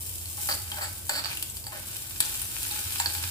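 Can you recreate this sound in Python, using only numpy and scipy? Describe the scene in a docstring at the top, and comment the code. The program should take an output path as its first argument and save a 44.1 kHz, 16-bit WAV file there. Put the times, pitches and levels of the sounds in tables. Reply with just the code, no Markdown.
"""Sizzling spiced oil, scraped out

In a small kitchen, hot oil with spices sizzles in a small steel pan as a spoon scrapes it onto moist food.
Dense random clicks, one per bubble, are coloured into a bright fizz and a coarser wet frying.
Droplets spit as noise cracks with a short cavity ring; the spoon knocks, and slips many times per scrape,
each touch a clack plus damped steel modes. Two microphone ports hear the pan, left first; decaying noise
makes the room, and a wavering sine and coloured noise make the low hum and rumble."""
import sys
import numpy as np
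from scipy import signal
from scipy.fft import rfft, irfft
from scipy.io import wavfile
from scipy.ndimage import uniform_filter1d

SR = 44100
rng = np.random.default_rng(int(sys.argv[2]) if len(sys.argv) > 2 else 0)


def wav_out(sig):
    """Save sig, one row per channel (or a flat mono array), as 16-bit PCM at SR to the path in sys.argv[1]."""
    wavfile.write(sys.argv[1], SR, np.round(np.clip(np.atleast_2d(sig).T, -1, 1) * 32767).astype(np.int16))


N = 145530  # length in samples
PORT_LAG_S = .00018  # how much later the right microphone port hears the pan

# fine fizz of the oil over time [t/s, level/dB]
FIZZ_LEVEL = [(0,-37),(.35,-38),(.43,-31.5),(.51,-30.5),(.6,-37.5),(.9,-39),(1.05,-42),(1.11,-35.5),(1.22,-41),(1.4,-37),(1.6,-42),(1.82,-42.5),(1.92,-38),(2.18,-38),(2.25,-33.5),(2.5,-35.5),(2.65,-33),(3.05,-33.5),(3.3,-34.5)]
# coarse wet frying over time [t/s, level/dB]
FRY_LEVEL = [(0,-64),(.36,-59),(.41,-44),(.52,-54.5),(.66,-49),(.85,-51.5),(1.05,-58),(1.2,-47),(1.3,-40),(1.42,-57),(1.58,-67),(1.75,-48.5),(1.92,-48),(2.18,-50.5),(2.25,-41),(2.42,-48),(2.7,-41.5),(3.1,-40.5),(3.3,-42.5)]
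# relative spectrum of the fizz [f/Hz, level/dB]
FIZZ_SPECTRUM = [(300,-16.5),(1500,-25),(2600,-10.5),(4000,-11.5),(5500,-8),(6600,-8),(7500,-2),(8800,-1.5),(11000,-3),(15500,-3.5)]
# relative spectrum of the frying [f/Hz, level/dB]
FRY_SPECTRUM = [(200,-13.5),(550,-14.5),(850,-2),(1100,-2.5),(1550,5.5),(1950,-1),(2400,7),(3100,4),(4300,4.5),(6500,-1.5),(15000,-34)]
# bubbles per second, mean of their random excess in dB, rms flutter of the level in dB
FIZZ_PER_S, FIZZ_SPREAD_DB, FIZZ_FLUTTER_DB = 7000, 3.5, .7
FRY_PER_S, FRY_SPREAD_DB, FRY_FLUTTER_DB = 1100, 3.5, .8
CRACKLE_PER_S, CRACKLE_SPREAD_DB, CRACKLE_DB = 400, 2, -8.5  # CRACKLE_DB is against the fizz
SIZZLE_PAN_DB = 1  # left port over right


def sizzle():
    """Bright fizz and fine crackle of the oil and the lower frying where it meets moisture."""
    crackle = undb(CRACKLE_DB) * bubbles(CRACKLE_PER_S, CRACKLE_SPREAD_DB, FIZZ_FLUTTER_DB)
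    fine = bubbles(FIZZ_PER_S, FIZZ_SPREAD_DB, FIZZ_FLUTTER_DB) + crackle
    fizz = colour(fine, FIZZ_SPECTRUM) * curve(FIZZ_LEVEL)
    coarse = bubbles(FRY_PER_S, FRY_SPREAD_DB, FRY_FLUTTER_DB)
    fry = colour(coarse, FRY_SPECTRUM) * curve(FRY_LEVEL)
    return fizz * port_gains(SIZZLE_PAN_DB) + fry


BUBBLE_RANGE = 6.46  # cap on a bubble's excess, in multiples of the spread
SIZZLE_APART = .6  # scatter of the port lag over the pan, as a share of it


def bubbles(rate, spread_db, flutter_db):
    """Dense bursting bubbles, mostly tiny, each a click at its own spot in the pan."""
    count = int(rate * N / SR)
    u = rng.random((count, 5))
    at = (u[:, 0] * (N - SR // 1000)).astype(int)
    excess = np.minimum(-np.log(u[:, 1]), BUBBLE_RANGE)
    polarity = np.sign(u[:, 2] - .5)
    size = undb(spread_db * excess) * polarity
    lag = np.clip(PORT_LAG_S * SR * (1 + SIZZLE_APART * (2 * u[:, 3] - 1)), 0, 20)  # samples
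    side = u[:, 4] - .5
    left = np.bincount(at, size * (1 + side), N)
    right = np.bincount(at + np.round(lag).astype(int), size * (1 - side), N)
    return unit(np.array([left, right])) * undb(flutter_db * walk(45))


# droplets that spit in the pan [t/s, level/dB, cavity f/Hz, cavity level against the crack/dB]
DROPLETS = [(0.257,-38.5,4303,-8),(0.7179,-42,3165,5.5),(1.3148,-43,2430,6.5),(1.372,-34.5,2770,-2.5),(1.426,-27.5,4660,-26),(1.499,-45.5,7690,8.5),(1.569,-36.5,4530,-12),(1.774,-44,9854,-1),(1.912,-43,9000,-3),(1.967,-34,7300,-22.5),(2.024,-47.5,10770,-1.5),(2.2039,-20.5,9300,-5.5),(2.2079,-32,7640,0.5),(2.2254,-36,3964,-1.5),(2.257,-36.5,6000,-4),(2.3533,-34.5,7300,-2.5),(2.393,-46,7300,-7),(2.4169,-31.5,9320,-1.5),(2.453,-42.5,6110,-4),(2.6303,-31,9100,-6.5),(2.7126,-35,3923,-5),(2.7466,-43,3940,-19),(2.7914,-33.5,6030,-8.5),(2.8525,-43,5550,-8),(2.9222,-32.5,7950,-8),(2.9835,-35.5,5000,-5.5)]
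# relative spectrum of the cracks [f/Hz, level/dB]
CRACK_SPECTRUM = [(200,-17),(800,-12),(1500,-13),(2400,1.5),(4200,1.5),(6400,-6.5),(7800,7.5),(11500,2.5),(15500,-0.5)]
POP_S, POP_SPRAY_S, POP_SPRAY_DB = .0011, .0137, -31  # decay times of crack and spray, spray against crack
CAVITY_T60_S, POP_PAN_DB = .0173, 2


def pops():
    """Water droplets flash to steam: a sharp crack, a brief cavity ring and a short spray."""
    t = np.arange(SR // 20) / SR
    cracks, cavities = np.zeros((2, N))
    for s, db, hz, cavity_db in DROPLETS:
        spray = undb(POP_SPRAY_DB) * np.exp(-t / POP_SPRAY_S)
        crack = snap(np.exp(-t / POP_S) + spray)
        add(cracks, s, undb(db) * crack)
        add(cavities, s, undb(db + cavity_db) * ring([(hz, 0, CAVITY_T60_S)], 1 / 20))
    return place(colour(cracks, CRACK_SPECTRUM) + cavities, POP_PAN_DB)


# relative spectrum of the spoon's clack [f/Hz, level/dB]
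CLACK_SPECTRUM = [(150,-38.5),(410,-19),(520,-6),(620,0.5),(720,-10),(850,0),(1020,-7.5),(1280,-0.5),(1420,-3.5),(1560,2.5),(1850,3),(2300,-1.5),(3400,-9),(5500,-13),(6600,-18.5),(9000,-15.5),(15000,-3.5)]
# main modes of the steel while the spoon presses on it [f/Hz, level/dB, t60/s]
PRESSED_MAIN_MODES = [(4580,6,0.0098),(4482,-4,0.02),(4600,-9,0.0118)]
# upper modes of the steel while the spoon presses on it [f/Hz, level/dB, t60/s]
PRESSED_UPPER_MODES = [(7454,0.5,0.031),(7827,-15.5,0.0079),(7803,2.5,0.032)]
# high modes of the pan that ring on freely [f/Hz, level/dB, t60/s]
FREE_HIGH_MODES = [(4408,-1,0.33),(4345,3.5,0.59),(4420,-34.5,0.294),(4590,21,0.44),(4570,5,0.155),(4470,-12.5,0.3),(4930,-14,0.45)]
# low modes of the pan that ring on freely [f/Hz, level/dB, t60/s]
FREE_LOW_MODES = [(618.4,-18.5,0.373),(835.2,5,0.446),(1296,-10.5,0.39),(1296,-12.5,1),(1535,-2,0.84),(1587,-7.5,0.39),(1688,-8,0.56),(1814,-25,.25),(2182,5.5,0.179)]
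KNOCK_S = .00282  # decay time of a clack
HIGH_RING_DB = -21  # free high ring against the main ring
HOLLOW_DB, HOLLOW_T60_S = -6.5, .01824  # hollow under the spoon, level against the clack
HOLLOW_LOW_HZ = 496  # highpass on the hollow and the upper ring
SPOON_PAN_DB, MAIN_PAN_DB = 1, -4  # left port over right


def spoon():
    """Contacts clack, ring the steel at a pitch set by the touch, and sound a hollow; the pan rings on."""
    t = np.arange(SR // 20) / SR
    clacks, main, body, rest = np.zeros((4, N))
    high, low = ring(FREE_HIGH_MODES, .5), ring(FREE_LOW_MODES, .5)
    for s, pitch, hollow_hz, clack_db, main_db, upper_db, low_db in contacts():
        add(clacks, s, undb(clack_db) * snap(np.exp(-t / KNOCK_S)))
        add(main, s, undb(main_db) * ring(PRESSED_MAIN_MODES, 1 / 10, pitch))
        add(main, s, undb(main_db + HIGH_RING_DB) * high)
        add(rest, s, undb(upper_db) * ring(PRESSED_UPPER_MODES, 1 / 10, pitch))
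        hollow = ring([(hollow_hz, 0, HOLLOW_T60_S)], 1 / 10)
        add(rest, s, undb(clack_db + HOLLOW_DB) * hollow)
        add(body, s, undb(low_db) * low)
    highpass = signal.butter(4, HOLLOW_LOW_HZ, "high", fs=SR, output="sos")
    rest = signal.sosfilt(highpass, rest)
    touch = colour(clacks, CLACK_SPECTRUM) + waver(body) + rest
    return place(touch, SPOON_PAN_DB) + place(main, MAIN_PAN_DB)


# spoon knocks on the pan
# [t/s, hollow f/Hz, clack level/dB, main ring level/dB, upper ring level/dB, low ring level/dB]
SPOON_KNOCKS = [(0.377,1068,-44.5,-57.5,-57.5,-43),(0.4883,1279,-27,-36.5,-48,-41),(0.4934,1270,-30,-42,-44.5,-59),(0.4983,1532,-38,-34.5,-37.5,-52),(0.5057,1182,-37,-44,-44.5,-59),(0.5122,1260,-33.5,-33,-46.5,-58),(0.5185,1248,-37.5,-33,-49.5,-51),(0.5254,1625,-37.5,-31,-49,-59.5),(.537,894,-44.5,-40.5,-36,-66.5),(.7175,910,-40,-46,-53,-41),(.741,845.6,-45.5,-49.5,-53.5,-58),(1.094,905,-31,-35,-26,-56.5),(1.097,1540,-28.5,-34,-48,-49.5),(1.2453,666,-42.5,-32.5,-42,-49),(1.257,1275,-37,-47.5,-55.5,-51.5),(1.641,920,-50,-46,-63,-57),(1.6674,795,-41.5,-41,-37.5,-48.5),(2.205,1404,-34,-33.5,-46.5,-49.5),(2.25,940,-47,-42.5,-54,-45.5),(2.71,900,-52.5,-47.5,-56.5,-40),(3.0003,933.6,-27.5,-34,-25.5,-40.5),(3.0592,1620,-33.5,-27,-41,-59.5),(3.0624,740,-43.5,-29.5,-41.5,-51.5),(3.15,870,-54,-60,-36.5,-43.5)]
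# spoon scrapes along the pan [t/s, length/s, slips per s, hollow f at start/Hz, hollow f at end/Hz,
# clack level/dB, main ring level/dB, upper ring level/dB, fall of the clack over the stroke/dB,
# bend of the ring as a share of its pitch]
SPOON_SCRAPES = [(0.765,0.0235,330,1612,1300,-42,-49.5,-57.5,-4,0.026),(.772,0.0254,227,843,664,-42,-61.5,-61.5,-3.5,0.0013),(.81,0.0423,270,1249,1563,-36,-50.5,-36.5,2.5,-0.0067),(.818,0.0467,190,730,956,-37,-41,-51.5,14,0.013),(1.107,0.032,355,1730,1428,-37,-43.5,-50.5,5.5,0.027),(1.111,0.0307,208,622,515,-38.5,-42,-56,14.5,-0.0017),(1.143,0.055,300,1685,1316,-34.5,-34.5,-39.5,4,0.0015),(1.145,0.038,260,579.9,680,-38,-63.5,-53.5,13,0.042),(1.257,0.016,270,1750,1440,-39.5,-39,-56,12.5,0.025),(1.723,0.0557,217,672.1,532.6,-44,-61,-62,0.5,0.0009),(1.721,0.0408,215,947.5,1750,-39,-61.5,-58.5,17,-0.0043)]
CONTACT_DETUNE = .0167  # rms scatter of the ring's pitch, as a share
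SLIP_JITTER, SLIP_SCATTER_DB = .1, 1  # rms scatter of the slip gap (natural log) and of the slip level
SCRAPE_LOW_DB = -13.5  # low ring against the clack


def contacts():
    """Spoon touches, from knocks and stick-slip: s, pitch ratio, hollow Hz, clack, main, upper, low dB."""
    rows = [(s, 1 + CONTACT_DETUNE * rng.standard_normal(), *rest) for s, *rest in SPOON_KNOCKS]
    for (start, length, rate, start_hz, end_hz,
         clack_db, main_db, upper_db, fall_db, bend) in SPOON_SCRAPES:
        s = start
        share_db = 10 * np.log10(100 / rate)  # the power does not grow with the slip rate
        for gap, size, detune in rng.standard_normal((64, 3)):
            along = (s - start) / length
            if along > 1:
                break
            db = share_db + SLIP_SCATTER_DB * size
            clack = clack_db + db - fall_db * along
            pitch = 1 + bend * (along - .5) + CONTACT_DETUNE * detune
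            hollow_hz = start_hz + (end_hz - start_hz) * along
            rows.append((s, pitch, hollow_hz, clack, main_db + db, upper_db + db, clack + SCRAPE_LOW_DB))
            s += np.exp(SLIP_JITTER * gap) / rate
    return rows


WAVER_S, WAVER_PER_S = .00025, 30  # rms time shift and its steps per second


def waver(x):
    """Let the pitch of a ring wander slightly by shifting it in time."""
    shift = WAVER_S * SR * walk(WAVER_PER_S)
    return np.interp(np.arange(N) - shift, np.arange(N), x)


# relative spectrum of the room's tail [f/Hz, level/dB]
TAIL_SPECTRUM = [(300,6),(1800,-1.5),(5000,-1),(15000,-12)]
EARLY_S, EARLY_DB = .00684, -4  # decay time and level of the reflections
ROOM_T60_S, LATE_DB = .429, -7.5


def kitchen(x):
    """Quick reflections from the counter and a short, duller tail from the tiled room."""
    t = np.arange(SR // 2) / SR
    early_envelope = np.exp(-t / EARLY_S) * (t > .001)
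    late_envelope = np.exp(-np.log(1000) * t / ROOM_T60_S) * (t > .008)
    envelopes = np.array([early_envelope, late_envelope])
    h = rng.standard_normal((2, 2, len(t))) * envelopes[:, None]
    early, late = h / np.sqrt(np.sum(h ** 2, axis=-1, keepdims=True))
    reflections = undb(EARLY_DB) * convolve(x, early)
    tail = undb(LATE_DB) * colour(convolve(x, late), TAIL_SPECTRUM)
    return x + reflections + tail


# low hum over time [t/s, level/dB]
HUM_LEVEL = [(0,-43.5),(.45,-48.5),(.78,-42.5),(.95,-51.5),(1.5,-53),(2.3,-57.5),(2.7,-51.5),(3,-46),(3.25,-39.5),(3.3,-39.5)]
# relative spectrum of the room's rumble [f/Hz, level/dB]
RUMBLE_SPECTRUM = [(18,-54.5),(28,-41),(38,-23),(55,0),(70,-3),(100,1.5),(130,-6),(170,-15.5),(205,-13),(260,-21),(333,-15),(400,-22),(600,-23.5),(1200,-27.5),(3000,-37.5),(15000,-76.5)]
HUM_HZ, HUM_WANDER, HUM_STEPS_PER_S = 86.52, .01384, 8.73  # mean pitch, its rms wander as a share
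RUMBLE_DB, RUMBLE_SIDE_DB, LOW_PAN_DB = -47.5, -9, -3  # side against mid; left port over right


def background():
    """A wavering low hum and the rumble of the room, from a sine and coloured noise."""
    hz = HUM_HZ * (1 + HUM_WANDER * walk(HUM_STEPS_PER_S))
    hum = np.sqrt(2) * np.sin(2 * np.pi * np.cumsum(hz) / SR) * curve(HUM_LEVEL)
    mid, side = colour(rng.standard_normal((2, N)), RUMBLE_SPECTRUM) * undb(RUMBLE_DB)
    return (hum + mid) * port_gains(LOW_PAN_DB) + undb(RUMBLE_SIDE_DB) * np.array([side, -side])


def port_gains(pan_db):
    """Gains of the left and right ports, pan_db apart."""
    return undb(np.array([[pan_db], [-pan_db]]) / 2)


def place(x, pan_db):
    """Two microphone ports: the left one hears the pan slightly earlier."""
    x = np.ravel(x)
    late = np.pad(x, (int(round(PORT_LAG_S * SR)), 0))[:N]
    return np.array([x, late]) * port_gains(pan_db)


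def ring(modes, seconds, pitch=1):
    """Response of damped modes to one tap."""
    t = np.arange(int(seconds * SR)) / SR
    total = np.zeros(len(t))
    for hz, db, t60 in modes:
        decay = np.exp(-np.log(1000) * t / t60)
        total += undb(db) * decay * np.sin(2 * np.pi * hz * pitch * t)
    return burst(total)


def snap(envelope):
    """A brief noise burst with an even spectrum."""
    spectrum = rfft(rng.standard_normal(len(envelope)) * envelope, 2 * len(envelope))
    return burst(irfft(spectrum / np.abs(spectrum))[:len(envelope)])


def colour(x, points):
    """Causal (minimum-phase) filter through (Hz, dB) points that keeps the power of white noise."""
    size = 8192
    hz, db = np.array(points).T
    bins = np.fft.rfftfreq(size, 1 / SR)
    gain = unit(undb(np.interp(np.log(bins + 1), np.log(hz), db)))
    # folding the cepstrum onto positive times gives minimum phase
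    cepstrum = irfft(np.log(gain))
    cepstrum[1:size // 2] *= 2
    cepstrum[size // 2 + 1:] = 0
    return convolve(x, irfft(np.exp(rfft(cepstrum))))


def convolve(x, h):
    """Play x through the response h."""
    return signal.fftconvolve(np.atleast_2d(x), np.atleast_2d(h), axes=-1)[:, :N]


def walk(rate):
    """Smooth random wandering with rms 1, in rate steps per second."""
    k = int(SR / rate)
    steps = np.repeat(rng.standard_normal(N // k + 1), k)
    return unit(uniform_filter1d(steps, k)[:N])


def curve(rows):
    """Gain over time from (s, dB) points."""
    return undb(np.interp(np.arange(N) / SR, *np.array(rows).T))


def undb(db):
    """Decibels to gain."""
    return 10 ** (np.asarray(db) / 20)


def unit(x):
    """Scale to rms 1."""
    return x / np.sqrt(np.mean(x ** 2))


def burst(x):
    """Scale a short sound to the energy of 10 ms at rms 1."""
    return x * np.sqrt(SR / 100 / np.sum(x ** 2))


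def add(out, s, x):
    """Mix x into out from time s."""
    i = int(s * SR)
    out[i:i + len(x)] += x[:N - i]


def scene():
    """Pan and spoon in the kitchen, over the hum and rumble."""
    return kitchen(sizzle() + pops() + spoon()) + background()


TOP_HZ = 15400  # upper limit of the recorder


def record(dry):
    """The recorder cuts the top with a steep lowpass."""
    return signal.sosfilt(signal.ellip(10, .2, 80, TOP_HZ, fs=SR, output="sos"), dry)


dry = scene()
out = record(dry)
wav_out(out)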